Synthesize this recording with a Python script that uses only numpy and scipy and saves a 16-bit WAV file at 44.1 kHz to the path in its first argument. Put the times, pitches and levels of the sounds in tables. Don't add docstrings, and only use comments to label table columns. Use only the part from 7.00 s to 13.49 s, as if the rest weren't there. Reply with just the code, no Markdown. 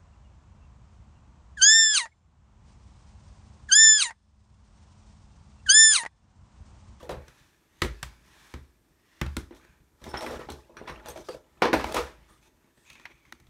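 import sys
import numpy as np
from scipy import signal
from scipy.fft import rfft, irfft
from scipy.io import wavfile
from scipy.ndimage import uniform_filter1d

SR = 44100
rng = np.random.default_rng(int(sys.argv[2]) if len(sys.argv) > 2 else 0)


def to_wav(s):
    ch = np.atleast_2d(s).T
    pcm = np.round(np.clip(ch, -1, 1) * 32767)
    wavfile.write(sys.argv[1], SR, pcm.astype(np.int16))


N = 286209


def gain_of(db):
    return 10 ** (np.asarray(db) / 20)


def unit_rms(x):
    return x / np.sqrt(np.mean(x ** 2) + 1e-20)


def curve_at(points, hz):
    f, value = np.transpose(points)
    return np.interp(np.log(hz + 1), np.log(f + 1), value)


def add(mix, s, sound):
    part = mix[round(s * SR):][:len(sound)]
    part += sound[:len(part)]


def attack(size, rise_s):
    return 1 - np.exp(-(np.arange(size) / (rise_s * SR)) ** 2)


def noise(spectrum, size, eq_db=lambda hz: 0):
    hz = np.fft.rfftfreq(size, 1 / SR)
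    shape = gain_of(curve_at(spectrum, hz) + eq_db(hz))
    return unit_rms(irfft(rfft(rng.standard_normal(size)) * shape, size))


def resonate(x, hz, width_hz):
    turn = np.exp(2j * np.pi * np.cumsum(hz * np.ones(len(x))) / SR)
    pole = np.exp(-np.pi * width_hz / SR)
    return unit_rms((turn * signal.lfilter([1 - pole], [1, -pole], x / turn)).real)


def ring(modes, size, lift_db=0, tuning=0.96, damping=0.99, spread_db=0):
    hz, db, t60 = np.transpose(modes)[:, :, None]
    t = np.arange(size) / SR
    strike_spot = rng.standard_normal((len(modes), 1))
    height = gain_of(db + np.reshape(lift_db, (-1, 1)) + spread_db * strike_spot)
    tones = np.sin(2 * np.pi * (hz * tuning * t + rng.random(strike_spot.shape)))
    return (height * gain_of(-60 * damping * t / t60) * tones).sum(0) / np.linalg.norm(height)


# f/Hz, level/dB
AIR_SPECTRUM = [(15, -38), (25, -10), (80, -0.5), (163, -6.5), (339, -2), (568, -15), (2090, -20),
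                (2900, -26), (8830, -25), (10400, -29.5), (12900, -25), (15200, -31.5), (16500, -43)]


def air():
    return gain_of(-69.5) * noise(AIR_SPECTRUM, N)


# f/Hz, t60/s
ROOM_DECAY = [(100, 0.25), (350, 0.32), (1000, 0.2), (2500, 0.36), (6400, 0.26), (14000, 0.21)]


def room(send):
    hz, t, bands = signal.stft(rng.standard_normal(SR // 2), SR, nperseg=256)
    tail = signal.istft(bands * gain_of(-60 * t / curve_at(ROOM_DECAY, hz)[:, None]), SR, nperseg=256)[1]
    tail *= attack(len(tail), rise_s=0.0067)
    return signal.fftconvolve(send, tail / np.linalg.norm(tail))[:N]


def slips(per_s, spread_db):
    strength = gain_of(spread_db * np.minimum(rng.exponential(1, N), 4))
    return strength * (rng.random(N) < per_s / SR) * rng.choice([-1, 1], N)


def loose_bits(spectrum, low_hz, high_hz, per_s, t60):
    t = np.arange(1500) / SR
    notes = (np.sin(2 * np.pi * hz * t) * gain_of(curve_at(spectrum, hz) - 60 * t / t60)
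             for hz in np.geomspace(low_hz, high_hz, 20))
    return unit_rms(sum(signal.oaconvolve(slips(per_s, 3.5), note)[:N] for note in notes))


# t/s at full level, swell/s per 20 dB (floored at 1/50), hold/s,
# fade/s per 20 dB (floored at 1/30), frame shudder/dB, panel rattle/dB, rub/dB, skin hiss/dB,
# rub resonance/Hz, hiss resonance/Hz, rasp amount
STROKE_CUES = [(0.0, .02, 0.0087, 0.08, -35, -51.5, -61, -62, 1196, 5580, .3),
               (0.19, 4.7, 0.017, 0.24, -49, -61.5, -64, -81, 1170, 5330, .45),
               (0.323, 0.6, 0.07, .5, -69, -79, -64.5, -68, 1700, 5900, .25),
               (0.382, -0.3, 0.016, 0.2, -78, -80, -63, -68.5, 1760, 5760, 0.14),
               (0.799, 0.2, 0.028, 0.37, -79, -77, -65.5, -69, 2050, 6340, .45),
               (0.849, -0.38, 0.11, .2, -52, -67, -61.5, -64, 1720, 4520, .55),
               (1.049, -0.13, 0.0091, 0.24, -47.5, -62.5, -57.5, -61, 1520, 4870, .45),
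               (1.27, 0.1, 0.066, 0.4, -60, -70, -63, -67, 2062, 5430, .35),
               (1.398, 0.26, 0.11, 0.22, -63, -74.5, -58.5, -62, 1572, 5330, 0.15),
               (2.19, 0.33, 0.022, 0.26, -81, -74.5, -63.5, -68, 1950, 5200, .6),
               (2.25, .03, 0.09, 0.13, -66, -77, -63, -66, 1570, 4870, .45),
               (2.386, -0.1, .02, .15, -61, -70, -61, -61, 1285, 5110, .45),
               (2.523, -0.02, 0.0049, 0.17, -76, -58, -61.5, -89, 1160, 5830, .45),
               (2.549, -0.1, .02, .15, -76, -80, -74, -67.5, 1496, 6320, .4),
               (2.619, -0.8, 0.018, .25, -69, -70, -63, -71.5, 1645, 6710, .65),
               (3.064, 0.08, 0.056, -0.2, -63.5, -54, -58, -59, 1320, 5450, .6),
               (3.144, 0.02, 0.046, -0.04, -42, -42, -46.5, -59, 1290, 5440, .55),
               (3.241, 0.0563, 0.13, 0.0239, -42, -42.5, -48, -55, 1340, 5570, .46),
               (3.398, 0.01, 0.021, .08, -45, -46.5, -50, -59.5, 1227, 5100, 0.9),
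               (3.531, 0.4, 0.064, 0.15, -50.5, -58.5, -71, -65, 1700, 5130, .45),
               (3.791, 0.15, 0.044, -0.37, -53, -56, -68, -87, 1296, 5040, .44),
               (3.891, 0.16, 0.07, 0.29, -52, -52, -59, -69, 1250, 5230, .4),
               (4.056, -0.02, 0.012, 0.17, -54.5, -56, -51.5, -67, 1157, 7200, .45),
               (4.16, -0.07, 0.065, -0.5, -53.5, -59, -70, -59, 1350, 5900, .78),
               (4.251, -0.33, 0.083, -0.36, -67, -68, -73, -60.5, 1520, 4850, 1.3),
               (4.307, -0.25, 0.039, 0.08, -48, -54.5, -64, -59, 1515, 4790, .6),
               (4.6, 0.7, .02, 1, -64, -67.5, -71.5, -76.5, 1250, 7600, .45),
               (4.633, -0.0744, .01, -0.03, -64, -36.5, -43.5, -75, 1384, 4660, .45),
               (4.757, 0.0462, 0.051, 0.06, -45.5, -45.5, -49.5, -49, 1360, 4520, .55),
               (4.871, 0.0969, 0.051, 0.0174, -46, -39.5, -49.5, -49.5, 1180, 4910, .45),
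               (4.95, 0.0124, 0.026, 0.1079, -53.5, -35, -36.5, -39.5, 1400, 5380, .4),
               (5.06, 0, 0.018, 0.105, -54.5, -51.5, -51, -64, 1363, 5450, 0.32),
               (5.241, 0.5, .03, .04, -71, -69, -66.5, -74, 2160, 5000, 0.39),
               (5.294, .025, 0.038, 0.13, -61.5, -67, -71.5, -66.5, 1198, 9100, 1.56),
               (5.426, -0.36, 0.052, 0.02, -65, -71.5, -67, -67.5, 2550, 6240, 0.58),
               (5.653, 1, 0.057, -1.4, -78, -76, -79, -83, 1984, 6750, 0.87),
               (5.775, 0.07, .03, 0.55, -67, -79, -79.5, -72, 1820, 8730, 1.7),
               (5.863, 0, 0.064, 0.2, -72, -90, -64.5, -68.5, 2590, 6400, 2),
               (5.978, -0.07, 0.033, 0.66, -87, -72, -65.5, -76, 2493, 6290, 0.96),
               (6.107, 0, 0.0088, 0, -66, -58.5, -60, -72, 2134, 5580, 1.2),
               (6.254, -0.06, 0.043, -0.3, -80, -80.5, -68, -76, 2100, 6300, .9),
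               (6.47, 0.2, .02, .05, -72, -88, -83, -82, 2245, 6060, 1.1)]
# shudder/dB, rattle/dB, rub/dB, hiss/dB
RESTING_LEVELS = [-69, -82.5, -84.5, -85]
# rub resonance/Hz, hiss resonance/Hz, rasp amount
RESTING_TONE = [1500, 5800, .25]


def strokes():
    s, swell, hold, fade, *columns = np.transpose(STROKE_CUES)[:, :, None]
    levels_db, tones = columns[:4], columns[4:]
    t = np.arange(0, N / SR, 1 / 1000)
    early = (s - t) / np.maximum(swell, 1 / 50)
    late = (t - s - hold) / np.maximum(fade, 1 / 30)
    power = gain_of(-40 * np.maximum(np.maximum(early, late), 0))
    faders = [np.sqrt((power * gain_of(2 * db)).sum(0) + gain_of(2 * rest))
              for db, rest in zip(levels_db, RESTING_LEVELS)]
    weight = power * gain_of(levels_db[2] + levels_db[3])
    resting = gain_of(RESTING_LEVELS[2] + RESTING_LEVELS[3])
    colours = [((weight * tone).sum(0) + resting * rest) / (weight.sum(0) + resting)
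               for tone, rest in zip(tones, RESTING_TONE)]
    return [np.interp(np.arange(N) / SR, t, lane) for lane in faders + colours]


# f/Hz, level/dB
RUB_SPECTRUM = [(470, -32), (800, -6), (1040, -3), (1480, -6.5), (1760, -4), (2070, -8.5), (2490, -7),
                (5000, -20.5), (6500, -47.5), (11000, -120)]
# f/Hz, level/dB
TREBLE_SPECTRUM = [(2060, -26.5), (3500, -2.5), (3810, -6.5), (5070, -10.5), (5840, -8), (10800, -16),
                   (12900, -19.5), (15800, -24.5), (16200, -29), (16500, -52.5)]


def handling():
    shudder_gain, rattle_gain, rub_gain, hiss_gain, rub_hz, hiss_hz, rasp = strokes()
    shudder = unit_rms(signal.oaconvolve(slips(60, 6.6), ring(FRAME_MODES, SR // 2))[:N])
    rattle = unit_rms(signal.oaconvolve(slips(400, 1.3), ring(PANEL_MODES, SR // 4))[:N])
    grit = 0.75 + 0.2 * unit_rms(signal.lfilter([1], [1, -0.996], abs(slips(250, 3))))
    rub, hiss = noise(RUB_SPECTRUM, N, shell_eq), noise(TREBLE_SPECTRUM, N)
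    rub = 0.65 * rub + rasp * (resonate(rub, rub_hz, 200) + 0.44 * resonate(rub, 1.45 * rub_hz, 250))
    hiss = 0.79 * hiss + 0.5 * rasp * resonate(hiss, hiss_hz, 540)
    rattle += gain_of(-23.5) * loose_bits(TREBLE_SPECTRUM, 4100, 18000, per_s=25, t60=0.04)
    rattle += gain_of(-6.5) * loose_bits(RUB_SPECTRUM, 1000, 3600, per_s=9, t60=0.033)
    return shudder_gain * shudder + rattle_gain * rattle + grit * (rub_gain * rub + hiss_gain * hiss)


# pitch ratio, level/dB, undamped t60/s
METAL_MODES = [
    [(.6, -2.5, .1), (.7, -7, 0.11), (.99, -1.5, .2), (1.0, 5, 0.16), (1.015, -14.5, .15)],
    [(.99, -10, .15), (1.0, 2, 0.23), (1.085, 2, .15), (1.1, -3, .15)],
    [(.985, 9, 0.15), (1.0, -5.5, 0.27), (1.012, 2, 0.22)],
]
# t/s, low/dB, middle/dB, high/dB, low pitch/Hz, middle pitch/Hz, damping factor
CLINK_CUES = [(3.09, -48.5, -56.5, -68, 5400, 8700, 0.93), (3.172, -40, -57, -64, 5410, 8850, 0.57),
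              (3.262, -73, -55, -58, 5430, 8600, 0.98), (3.40, -77, -68, -75, 5430, 8750, 1.7),
              (3.769, -54, -63, -76, 5780, 8740, 1.07), (3.885, -54, -62, -70, 5570, 8750, 0.78),
              (4.084, -70, -44, -47, 5430, 8140, 1.3), (4.102, -42, -66, -60, 6350, 9200, 2.3),
              (4.293, -49, -61, -75, 4670, 8500, 1.3), (4.321, -42, -72, -69, 4660, 8750, 4.6),
              (4.734, -50, -52, -49, 5430, 8400, 0.76)]


def clinks(high_hz=12900):
    out, size = np.zeros(N), SR // 4
    for s, *levels_db, low_hz, middle_hz, damping in CLINK_CUES:
        for modes, db, hz in zip(METAL_MODES, levels_db, (low_hz, middle_hz, high_hz)):
            rattle = unit_rms(uniform_filter1d(rng.standard_normal(size), size=120))
            note = ring(modes, size, tuning=hz, damping=damping, spread_db=-0.5)
            add(out, s, gain_of(db) * note * (1 + 0.8 * rattle))
    return out


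def focus(modes, centre_hz, db_per_octave):
    return -db_per_octave * abs(np.log2(np.transpose(modes)[0] / centre_hz))


# f/Hz, level/dB, t60/s
FRAME_MODES = [(45, -8.5, 0.35), (56.1, -11.5, 0.71), (58.6, 1.5, 0.26), (73.2, 2, 0.27), (93, -8.5, 0.27),
               (131.4, 0.5, 0.16), (170.5, -5.5, 0.14), (199, -5.5, 0.15)]


def frame_thump():
    drive_db = focus(FRAME_MODES, centre_hz=73.6, db_per_octave=4)
    return ring(FRAME_MODES, SR // 2, drive_db, spread_db=-3) * attack(SR // 2, rise_s=0.0029)


# f/Hz, level/dB, t60/s
PANEL_MODES = [(250.8, 0, 0.11), (333.4, 0, 0.096), (362.7, -7.5, .2), (384, -0.5, 0.093),
               (452, -6.5, 0.14), (515.4, -8.5, 0.19), (555.5, 0.5, 0.089), (620, -14.5, 0.05),
               (661, 7, 0.045), (797, -6, 0.12), (886, -2.5, 0.12), (922, -0.5, 0.083), (1019, 2.5, 0.075)]


def panel_ring(rise, panel_hz, focus_db, damping):
    drive_db = focus(PANEL_MODES, panel_hz, focus_db)
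    return rise * ring(PANEL_MODES, len(rise), drive_db, damping=damping, spread_db=1)


# f/Hz, width/Hz, weight/dB (scales the boost)
SHELL_PEAKS = [(1349, 8.7, -10.5), (2000, 5, -5), (2272, 45, 6), (2470, 24, -1.5), (2800, 25, -25),
               (3450, 32, -10), (4080, 480, -6.5), (4070, 160, -9.5)]


def shell_eq(hz):
    return sum(3.7 * gain_of(db / 1.9) / (1 + (2 * (hz - f) / width) ** 2) for f, width, db in SHELL_PEAKS)


def clutter_eq(hz):
    ripple = uniform_filter1d(rng.standard_normal(len(hz)), size=50)
    return 5 * unit_rms(uniform_filter1d(ripple, size=50))


def chatter(carrier, contact, bounces):
    sound = carrier * contact * bounces
    return sound * np.linalg.norm(contact) / np.linalg.norm(sound)


# f/Hz, level/dB
CRACK_SPECTRUM = [(290, -20.5), (500, -11), (983, -4), (1430, -4.5), (1990, -4.5), (5080, -16),
                  (6000, -16.5), (7800, -45.5), (13200, -120)]
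CRACK_T60_S, TICK_T60_S = 0.24, 0.17
TICK_SHARE = 0.59


def shell_snap(rise, hollow, shell_hz, contact_ms, echo_db):
    size = len(rise)
    t = np.arange(size) / SR
    decay = np.exp(-1000 * t / contact_ms)
    bounces = gain_of(1.6 * unit_rms(uniform_filter1d(rng.standard_normal(size), size=30)))
    scatter = gain_of(echo_db - 11.5) * np.sqrt(contact_ms / 3.7) * attack(size, rise_s=0.012)
    broad = noise(CRACK_SPECTRUM, size, lambda hz: shell_eq(hz) + 0.43 * clutter_eq(hz))
    bright = noise(TREBLE_SPECTRUM, size, lambda hz: 0.5 * clutter_eq(hz))
    shell = 0.56 * broad + hollow * resonate(broad, shell_hz, 600)
    crack = chatter(shell, rise * decay, bounces) + shell * scatter * gain_of(-60 * t / CRACK_T60_S)
    tilt = -0.7 - 0.22 * echo_db
    sharp = noise(TREBLE_SPECTRUM, size, lambda hz: tilt * np.log2((hz + 1) / 4000) + 0.5 * clutter_eq(hz))
    tick = gain_of(1.5) * chatter(sharp, rise * decay ** (1 / TICK_SHARE), bounces)
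    tick += bright * scatter * gain_of(-60 * t / TICK_T60_S)
    return crack, tick


# t/s, hollowness, panel focus/dB per octave, crack/dB, thump/dB,
# ring/dB, tick/dB, shell pitch/Hz, favoured panel pitch/Hz, contact/ms, hand damping factor, echo send/dB
KNOCK_CUES = [(0.0297, 0.8, 10, -52, -48, -41, -54.5, 921, 571, 7.8, 1.9, 2),
              (0.094, .99, 15.5, -24, -46, -25.5, -39.5, 920, 509, 3.25, 1.94, 1.5),
              (0.2818, .7, 8, -40.5, -53, -53, -48.5, 1210, 266, 4.4, 2.5, -5.5),
              (0.82, 0.17, 12.5, -7, -20, -20.5, -23, 1334, 358, 4, 3.05, -4.5),
              (0.8484, 0.8, 8, -14.5, -67.5, -27.5, -40, 2440, 332, 1.7, 1.74, -18.5),
              (1.0296, 0.2, 28, -20, -32, -52, -31, 770, 743, 4.6, 1.5, -8),
              (1.5397, 0.45, 12.5, -28.5, -34, -40, -47, 1690, 258, 4.3, 1.86, -4.5),
              (2.2147, .99, 12.5, -13.5, -21.5, -33, -30.5, 1380, 245, 3.3, 0.91, -11),
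              (2.2636, .99, 11, -29.5, -24, -65, -47.5, 923, 231, 4.7, 1.8, -10),
              (2.368, .74, 16.5, -19, -24.5, -31.5, -26.5, 1270, 277, 3.4, 1.23, -10),
              (2.5092, 1, 16, -43.5, -63, -41, -79, 910, 310, 4.8, 2.1, -4),
              (2.5497, 0.4, 13, -50, -63, -84, -54.5, 824, 269, 3.4, 1.5, 3.5),
              (2.6483, .95, 11, -47.5, -66, -58, -66, 2000, 436, 6.3, 1.75, -19),
              (3.0176, 0.6, 4, -50, -44, -46, -62.5, 853, 258, 6.1, 2.75, 2),
              (3.041, .9, 9, -38.5, -52, -45, -43, 1710, 231, 5.7, 2.5, -4),
              (3.0574, .9, 8, -53, -52, -44.5, -57, 829, 300, 3.6, 1.6, 6.5),
              (3.0659, .99, 12, -42, -38.5, -39, -69, 891, 700, 6.9, 1.57, -1.5),
              (3.1413, 1.4, 0, -18, -45, -20, -54, 1260, 900, 3.1, 5.4, -6),
              (3.209, 0, 12, -28.5, -55, -36.5, -39, 848, 694, 4.2, 1.12, 5),
              (3.2255, 0.6, 4, -32, -55, -42, -55, 840, 694, 7, 1.1, 0),
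              (3.2635, .99, 10, -27, -55, -38.5, -63, 1390, 334, 7, 0.52, -9),
              (3.3101, .6, 25, -46.5, -44, -37, -47, 1070, 501, 6.2, 1.5, 4.7),
              (3.3932, 0.5, 17.5, -48, -50, -37, -56, 1040, 506, 5.8, 1.3, -10),
              (3.4885, 0.9, 4, -33, -40, -25, -69, 910, 900, 7.7, 3.94, -4.5),
              (3.5018, .7, 23, -36, -44, -37, -40, 4070, 371, 5.6, 1.5, -2),
              (3.5202, 0.6, 18, -38, -51, -70, -42.5, 810, 331, 4.5, 1.5, -8),
              (3.696, .7, 10, -65, -63, -49, -66, 840, 447, 2.8, 1.44, -7),
              (3.769, .99, 28, -32.5, -51, -49, -76, 1260, 393, 5.8, 0.85, -2.5),
              (3.8144, .99, 6, -49, -44, -36.5, -88, 920, 366, 3.5, 1.75, -5.5),
              (3.875, .99, 13, -31, -52, -50, -62, 1140, 711, 12.2, 1.73, 0.5),
              (3.8874, 1, 10, -33, -42, -41, -60, 1040, 510, 8.2, 2.1, -2),
              (3.8989, .7, 32, -46, -35.5, -44, -46, 1310, 398, 3.1, 1.7, -7),
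              (4.0597, .42, 16, -39, -56.5, -45.5, -46, 1050, 708, 5.1, 0.86, 4.5),
              (4.086, .95, 34, -30, -45, -39, -36, 904, 525, 3.3, 1.7, -2.5),
              (4.1603, .95, 10.5, -41.5, -55, -31.5, -69, 826, 662, 13, 1.93, -3.5),
              (4.1745, .99, 23, -41.5, -49.5, -51.5, -49.5, 815, 320, 6.7, 0.65, -3),
              (4.1987, .7, 16, -54, -53, -45.5, -63, 1010, 336, 2.4, 1.7, -11),
              (4.2876, 1, 27, -26, -48.5, -29, -47.5, 920, 522, 5.1, 1.25, -10),
              (4.347, .87, 19, -46.5, -58, -39.5, -69, 900, 528, 1.9, 1.1, -11.5),
              (4.622, 0.8, 3, -5, -37.5, -6.5, -31, 863, 506, 5, 5.2, -2),
              (4.655, .99, 6.5, -14, -44, -24, -38.5, 870, 398, 3.8, 1.4, -0.5),
              (4.7312, 0.4, 12, -8, -30.5, -17.5, -34, 1560, 301, 4.4, 2.83, -1),
              (4.7377, 0.45, 11, -16.5, -32, -15.5, -37.5, 1080, 633, 8.5, 1.16, -9.5),
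              (4.7977, 0.7, 11, -18, -49.5, -46, -59, 902, 517, 3.8, 2.5, 1),
              (4.8425, .99, -11, -18.5, -36.5, -23.5, -41.5, 900, 504, 5.5, 2.9, -8.5),
              (4.9242, 0.6, 11, -26, -39, -54.5, -31.5, 880, 323, 3, 1.7, -12),
              (4.9448, .7, 20, -24, -48.5, -28, -29, 893, 520, 4.7, 1.03, -5),
              (4.966, 0.75, 30, -18.5, -33.5, -27.5, -37.5, 1040, 510, 8.8, 2.2, 3.5),
              (5.6438, 0.74, 13, -58, -79, -64, -71, 1720, 253, 4.0, 1.6, -1),
              (5.776, 0.8, 10, -53, -69, -57, -78.5, 1900, 231, 4.0, 1.8, -15.5),
              (5.9011, 1, 11, -38.5, -69, -75, -48.5, 2560, 315, 5.2, 1.45, -6.5),
              (5.9319, .54, 17, -60, -70, -67, -48.5, 2540, 266, 3.4, 1.5, -5),
              (5.955, 1, 11, -38.5, -70, -63, -62, 2470, 266, 4.5, 1.5, -5.5),
              (5.998, .43, 14, -38, -61, -62, -55, 1650, 242, 3.3, 1.3, -3),
              (6.0545, 0.9, 16, -27.5, -66, -82, -57, 2220, 799, 6.3, 1.2, -16),
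              (6.2533, .83, 11, -46, -82.5, -83, -75, 2030, 258, 3.7, 1.2, -12),
              (6.3247, 0.3, 19, -20, -54, -57, -35, 1810, 266, 1.87, 0.66, -17.5),
              (6.401, 0.4, 11, -49.5, -60, -83, -58, 2170, 310, 4.2, 1.5, -10),
              (6.4692, 0.7, 12, -53, -71, -81, -64.5, 3480, 258, 4.7, 1.5, -10)]


def knocks():
    direct, sends = np.zeros(N), np.zeros((4, N))
    for k, (s, hollow, focus_db, crack_db, thump_db, ring_db, tick_db,
            shell_hz, panel_hz, contact_ms, damping, echo_db) in enumerate(KNOCK_CUES):
        rise_s = 0.0015 + 0.0002 * damping
        rise, start = attack(SR // 3, rise_s), s - rise_s
        crack, tick = shell_snap(rise, hollow, shell_hz, contact_ms, echo_db)
        panel = gain_of(ring_db + 7) * panel_ring(rise, panel_hz, focus_db, damping)
        body = gain_of(thump_db) * frame_thump()
        add(body, 0, panel)
        add(direct, start, gain_of(crack_db - 4.5) * crack + gain_of(tick_db + 5) * tick)
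        add(direct, start, body)
        add(sends[k % len(sends)], start, gain_of(echo_db) * body)
    return direct, sends


def scene():
    direct, sends = knocks()
    return (direct + clinks() + sum(room(send) for send in sends) + handling() + air())[None]


def record(dry):
    low_cut = signal.sosfilt(signal.butter(2, 45, "highpass", fs=SR, output="sos"), dry)
    shelf = signal.firwin2(255, [0, 15600, 15950, SR / 2], gain_of([0, 1, -15, -11.5]), fs=SR)
    high_cut = signal.firwin(511, 16700, window=("kaiser", 9), fs=SR)
    return signal.oaconvolve(low_cut, np.convolve(shelf, high_cut)[None], "same")


dry = scene()
out = record(dry)
to_wav(out)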